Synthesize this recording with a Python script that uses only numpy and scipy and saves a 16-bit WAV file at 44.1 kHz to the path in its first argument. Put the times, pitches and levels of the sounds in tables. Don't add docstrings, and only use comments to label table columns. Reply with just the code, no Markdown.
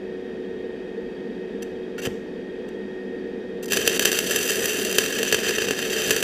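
import sys
import numpy as np
from scipy import signal
from scipy.fft import rfft, irfft
from scipy.io import wavfile
from scipy.ndimage import uniform_filter1d

SR = 44100
rng = np.random.default_rng(int(sys.argv[2]) if len(sys.argv) > 2 else 0)


def bounce(signal):
    frames = np.transpose(np.atleast_2d(signal))
    limited = np.clip(frames, -1, 1)
    pcm = np.round(limited * 32767).astype(np.int16)
    wavfile.write(sys.argv[1], SR, pcm)


N = 274743
TIME = np.arange(N) / SR

# frequency in Hz, relative level in dB.
SPARK_SPECTRUM = [(40, -45.5), (110, -25.5), (250, -25), (650, -20.5), (900, -33), (1400, -23), (2300, -27),
                  (3600, -37), (4200, -46), (5400, -32.5), (8000, -40.5), (12000, -33), (15200, -44),
                  (17000, -56.5)]
# frequency in Hz, width in Hz, relative level in dB.
NEAR_MODES = [(427, 57, -7.3), (1700, 105, -13.0), (1880, 48, -15.9), (2543, 50, -14.6), (2741, 81, -10.9),
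              (3102, 110, -12.7), (3681, 338, -23.1), (4412, 90, -20.1), (4586, 37, -17.1),
              (4923, 92, -19.0), (5979, 94, -12.5), (6356, 148, -24.0), (6921, 115, -22.6),
              (7372, 122, -19.2), (7920, 172, -25.1), (8082, 116, -22.1), (8479, 42, -25.9),
              (8745, 60, -27.3), (9629, 112, -25.4), (9954, 110, -26.0), (10323, 80, -25.6),
              (11000, 155, -27.6), (12161, 58, -26.9), (12479, 87, -25.6), (12859, 73, -24.2),
              (13695, 91, -23.9), (13964, 262, -27.7), (15094, 229, -29.9)]
# time in seconds, relative level in dB.
BURN = [(3.711, 1.5), (3.84, -3), (4.08, 4.5), (4.2, -1), (4.255, -4.5), (4.3, 1.5), (4.42, -.5),
        (5.2, -1.15), (5.48, 0.4), (5.75, -2.5), (6.12, 2.5), (6.23, -4)]
# time in seconds, spectral tilt in dB per octave.
BRIGHTNESS = [(3.75, -0.1), (4.3, 2), (4.6, 2.5), (5.62, -2.66), (6.2, .3)]
# time in seconds, relative strength in dB,
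# base decay time in seconds, change in the arc's level just before the burst in dB.
DROPS = [(3.72, -11, 0.0023, 0), (3.7316, -12, 0.0017, -7), (3.7702, -10.5, .0016, 3),
         (3.8763, -4.5, 0.00069, 5.5), (3.9942, -9.5, 0.0014, -24), (4.0544, -4.5, 0.00092, -4),
         (4.1164, -14.5, 0.001, -9), (4.1884, -10.5, .0012, 0), (4.3089, -17, 0.00069, 2),
         (4.3599, -12.5, 0.0013, 1), (4.5048, -15.5, 0.0015, 1), (4.6568, -14, .0009, 3),
         (4.8492, -19, 0.00092, -3.5), (4.926, -18.5, .0012, -2.5), (4.9839, -3, 0.0018, -1),
         (5.2295, -13, 0.0017, -1), (5.325, -6.5, 0.0013, -4), (5.344, -8, 0.0022, 4),
         (5.4903, -13.5, 0.0031, 2.5), (5.5074, -15, 0.0018, 2.5), (5.5828, -13, 0.0025, -3),
         (5.62, -14.5, 0.0019, 2), (5.6848, -16.5, .0011, 1.5), (5.7082, -11.5, 0.0011, -2),
         (5.7896, -16.5, 0.0015, 1), (6.1071, -7.5, 0.00073, 1), (6.1114, -10.5, .00097, -1),
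         (6.163, -14, 0.0028, -2), (6.2259, -12.5, .0014, -8)]


def gain_of(db):
    return 10 ** (np.asarray(db) / 20)


def unit_rms(x):
    return x / np.sqrt(np.mean(x ** 2) + 1e-20)


def at(curve, s):
    return np.interp(s, *np.transpose(curve))


def at_frequency(points, hz):
    f, value = np.transpose(points)
    return np.interp(np.log(hz + 1), np.log(f + 1), value)


def add(mix, s, sound):
    part = mix[round(s * SR):][:len(sound)]
    part += sound[:len(part)]


def wander(rate_hz):
    hz = np.fft.rfftfreq(N, 1 / SR)
    return unit_rms(irfft(rfft(rng.standard_normal(N)) / (1 + (hz / rate_hz) ** 4), N))


def band(x, low_hz, high_hz):
    hz = np.fft.rfftfreq(len(x), 1 / SR)
    passband = 1 / (1 + (hz / high_hz) ** 8) - 1 / (1 + (hz / low_hz) ** 8)
    return irfft(rfft(x) * passband, len(x))


def ring(spectrum, modes, tilt_db=0, size=8192):
    hz = abs(np.fft.fftfreq(size, 1 / SR))
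    power = gain_of(at_frequency(spectrum, hz)) ** 2
    power += sum((gain_of(db) / (1 + ((hz - f) / width) ** 2)) ** 2 for f, width, db in modes)
    log_gain = np.log(np.sqrt(power) * gain_of(tilt_db * np.log2(hz + 300)))
    response = np.fft.ifft(np.exp(np.conj(signal.hilbert(log_gain)))).real[:size // 2]
    return response / np.linalg.norm(response)


def fan(shaft_hz=92.77, waver=0.0017, air_db=-33.5, throb_db=1.5):
    # frequency in Hz, relative level in dB.
    air_spectrum = [(20, -42), (42, -31), (52, -33), (66, -30.5), (145, -43.5), (185, -16.5), (400, -26),
                    (560, -46.5), (880, -34), (1020, -44), (2300, -44), (4000, -53), (6000, -60),
                    (15000, -78)]
    # frequency in Hz, width in Hz, relative level in dB.
    case_modes = [(203, 7.8, -12.5), (249.5, 44.6, -15.5), (331.7, 20, -18.5), (437, 31, -15),
                  (463.2, 30, -12), (489, 41, -21), (580, 22, -28), (643, 47, -29.5), (1693, 144, -35.5),
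                  (1857, 90, -35), (2532, 88, -38), (2990, 85, -45), (3258, 44, -36.5), (3687, 98, -42.5),
                  (4550, 50, -47), (4880, 70, -50.3), (5720, 66, -55), (5900, 100, -67)]
    # multiple of the shaft speed, level in dB.
    hum_orders = [(4, -37.5), (5, -48), (8, -60)]
    # time in seconds, level in dB.
    whine = [(0, -59), (.3, -52), (1.6, -53), (1.85, -58), (2.4, -53), (3.05, -49), (3.6, -53)]
    air = unit_rms(signal.oaconvolve(rng.standard_normal(N), ring(air_spectrum, case_modes))[:N])
    turns = np.cumsum(shaft_hz * (1 + waver * wander(6.3))) / SR
    orders = hum_orders + [(20, at(whine, TIME))]
    tones = sum(gain_of(db + throb_db * wander(11.6)) * np.sin(2 * np.pi * k * turns)
                for k, db in orders)
    return gain_of(air_db) * air + np.sqrt(2) * tones


def burst(rise_s, decay_s, size=1024):
    t = np.arange(1, size + 1) / SR
    envelope = (1 - np.exp(-t / rise_s)) * np.exp(-t / decay_s)
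    wave = rng.standard_normal(size) * envelope
    for _ in range(6):
        wave = irfft(np.exp(1j * np.angle(rfft(wave))))
        wave *= envelope / np.sqrt(abs(uniform_filter1d(wave ** 2, 20)) + 1e-20)
    return wave / np.linalg.norm(wave)


def sparks(per_s, spread_db, hiss, decay_s, emphasis=0.9, kinds=32):
    strength = gain_of(spread_db * np.minimum(rng.exponential(1, N), 3))
    clicks = strength * rng.choice([-1, 1], N) * (rng.random(N) < per_s / SR)
    kind = rng.integers(0, kinds, N)
    centres_hz = rng.permutation(np.geomspace(1200, 15000, kinds))
    out = np.zeros(N)
    for k, length_s in enumerate(decay_s * np.geomspace(.4, 2.5, kinds)):
        grain = burst(length_s / 2, length_s, size=256)
        grain += emphasis * band(grain, centres_hz[k] / np.sqrt(2), centres_hz[k] * np.sqrt(2))
        out += signal.oaconvolve(clicks * (kind == k), grain)[:N]
    return unit_rms(unit_rms(out) + hiss * rng.standard_normal(N))


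def rod_scratches():
    # start in seconds, level in dB, length in seconds, tilt in dB per octave.
    scratches = [(1.623, -35.5, 0.009, 0), (1.98, -35.5, 0.024, -2), (2.018, -36, 0.046, 0),
                 (2.051, -25.5, 0.022, -3.2), (2.684, -45.5, 0.0085, -1.5), (3.627, -37, 0.019, 1.5),
                 (3.657, -35, 0.0043, 3), (3.681, -36, 0.0091, 1.5), (3.699, -34, 0.012, 2)]
    grit = sparks(per_s=7700, spread_db=6.5, hiss=0.99, decay_s=0.0002)
    out = np.zeros(N)
    for s, db, length_s, tilt_db in scratches:
        run = unit_rms(grit[round(s * SR):round((s + length_s) * SR)])
        add(out, s, gain_of(db) * signal.fftconvolve(run, ring(SPARK_SPECTRUM, NEAR_MODES, tilt_db)))
    return out


def struck(blows, modes):
    t = np.arange(8192) / SR
    ringing = sum(gain_of(db - 60 * t / t60) * np.minimum(hz * t, 1) * np.sin(2 * np.pi * hz * t)
                  for hz, db, t60 in modes)
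    out = np.zeros(N)
    for s, db in blows:
        add(out, s, gain_of(db) * ringing)
    return out


def rod_knock():
    # time in seconds, strength in dB.
    knocks = [(1.981, -33.5)]
    # frequency in Hz, relative level in dB, time to fall 60 dB in seconds.
    rod_modes = [(1436, 1.5, 0.06), (1740, -9, 0.13), (2280, -11, 0.33)]
    return struck(knocks, rod_modes)


def gas_puffs():
    # time in seconds, strength in dB.
    puffs = [(2.0695, -18), (5.709, -38)]
    # frequency in Hz, relative level in dB, time to fall 60 dB in seconds.
    puff_modes = [(129, 3.8, 0.049), (256, 2.6, 0.043), (463, 3.7, 0.047)]
    return struck(puffs, puff_modes)


def arc(roar_db=-32.0, crackle_db=-28.5, fizz_db=-37, gust_db=1.5, flutter_db=1.84, bridge_s=0.016):
    burn_db = at(BURN, TIME)
    ignition = np.clip((TIME - BURN[0][0]) / 0.0043 + 1, 0, 1)
    bridge_db = sum(db * ((TIME > s - bridge_s) & (TIME < s)) for s, _, _, db in DROPS)
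    envelope = ignition * gain_of(bridge_db)
    shower = sparks(per_s=1400, spread_db=0, hiss=0.42, decay_s=0.000353)
    shower = unit_rms(shower * gain_of(flutter_db * wander(54)))
    response = ring(SPARK_SPECTRUM, NEAR_MODES)

    def layer(source, level_db):
        source = source / np.std(signal.oaconvolve(source, response))
        return signal.oaconvolve(source * envelope * gain_of(level_db), response)[:N]

    gas_db = roar_db + 0.6 * burn_db + gust_db * wander(10.5)
    treble_db = 1.3 * at(BRIGHTNESS, TIME)
    roar = layer(band(rng.standard_normal(N), 30, 950), gas_db)
    crackle = layer(band(shower, 950, 7000), crackle_db + burn_db)
    fizz = layer(band(shower, 7000, 18000), fizz_db + burn_db + treble_db)
    return roar + crackle + fizz


def pop(s, db, decay_s, rise_s=0.00061, boost_db=18.5, tilt_db=0.54):
    strongest_db = max(row[1] for row in DROPS)
    stretch = gain_of(0.169 * (strongest_db - db))
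    pressure = burst(rise_s * stretch ** 2, decay_s * stretch)
    response = ring(SPARK_SPECTRUM, NEAR_MODES, tilt_db + at(BRIGHTNESS, s))
    return gain_of(db + boost_db) * signal.fftconvolve(pressure, response)


def bursting_drops(spatter_per_s=12, spatter_db=-20.5, spread_db=3):
    out = np.zeros(N)
    for s, db, decay_s, _ in DROPS:
        add(out, s, pop(s, db, decay_s))
    for slot in np.arange(BURN[0][0], N / SR, 1 / spatter_per_s):
        s = slot + rng.random() / spatter_per_s
        db = spatter_db + at(BURN, s) + spread_db * rng.uniform(-1, 1)
        add(out, s, pop(s, db, decay_s=.001))
    return out


def reverberation(weld, blur=6, build_s=0.012):
    # frequency in Hz, reverberation time in seconds.
    room_t60 = [(200, .3), (2000, .5), (6000, .55), (15000, .38)]
    humps = [(hz, blur * width, db - 10 * np.log10(blur)) for hz, width, db in NEAR_MODES]
    colour = abs(rfft(ring(SPARK_SPECTRUM, humps), SR) / rfft(ring(SPARK_SPECTRUM, NEAR_MODES), SR))
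    noise = irfft(rfft(rng.standard_normal(SR)) * colour, SR)
    hz, t, bands = signal.stft(noise, SR, nperseg=256)
    decay = gain_of(-60 * t / at_frequency(room_t60, hz)[:, None])
    tail = signal.istft(bands * decay, SR, nperseg=256)[1]
    tail *= np.clip(np.arange(len(tail)) / SR / build_s, 0, 1)
    return signal.fftconvolve(weld, tail / np.linalg.norm(tail))[:N]


def scene(reverb_db=-11.0):
    weld = arc() + bursting_drops() + rod_scratches() + rod_knock() + gas_puffs()
    return (weld + gain_of(reverb_db) * reverberation(weld) + fan())[None]


def record(dry, ceiling=.92, cutoff_hz=15400):
    saturated = ceiling * np.tanh(dry / ceiling)
    low_pass = signal.firwin(301, cutoff_hz, window=("kaiser", 8), fs=SR)
    return signal.oaconvolve(saturated, low_pass[None], "same")


dry = scene()
out = record(dry)
bounce(out)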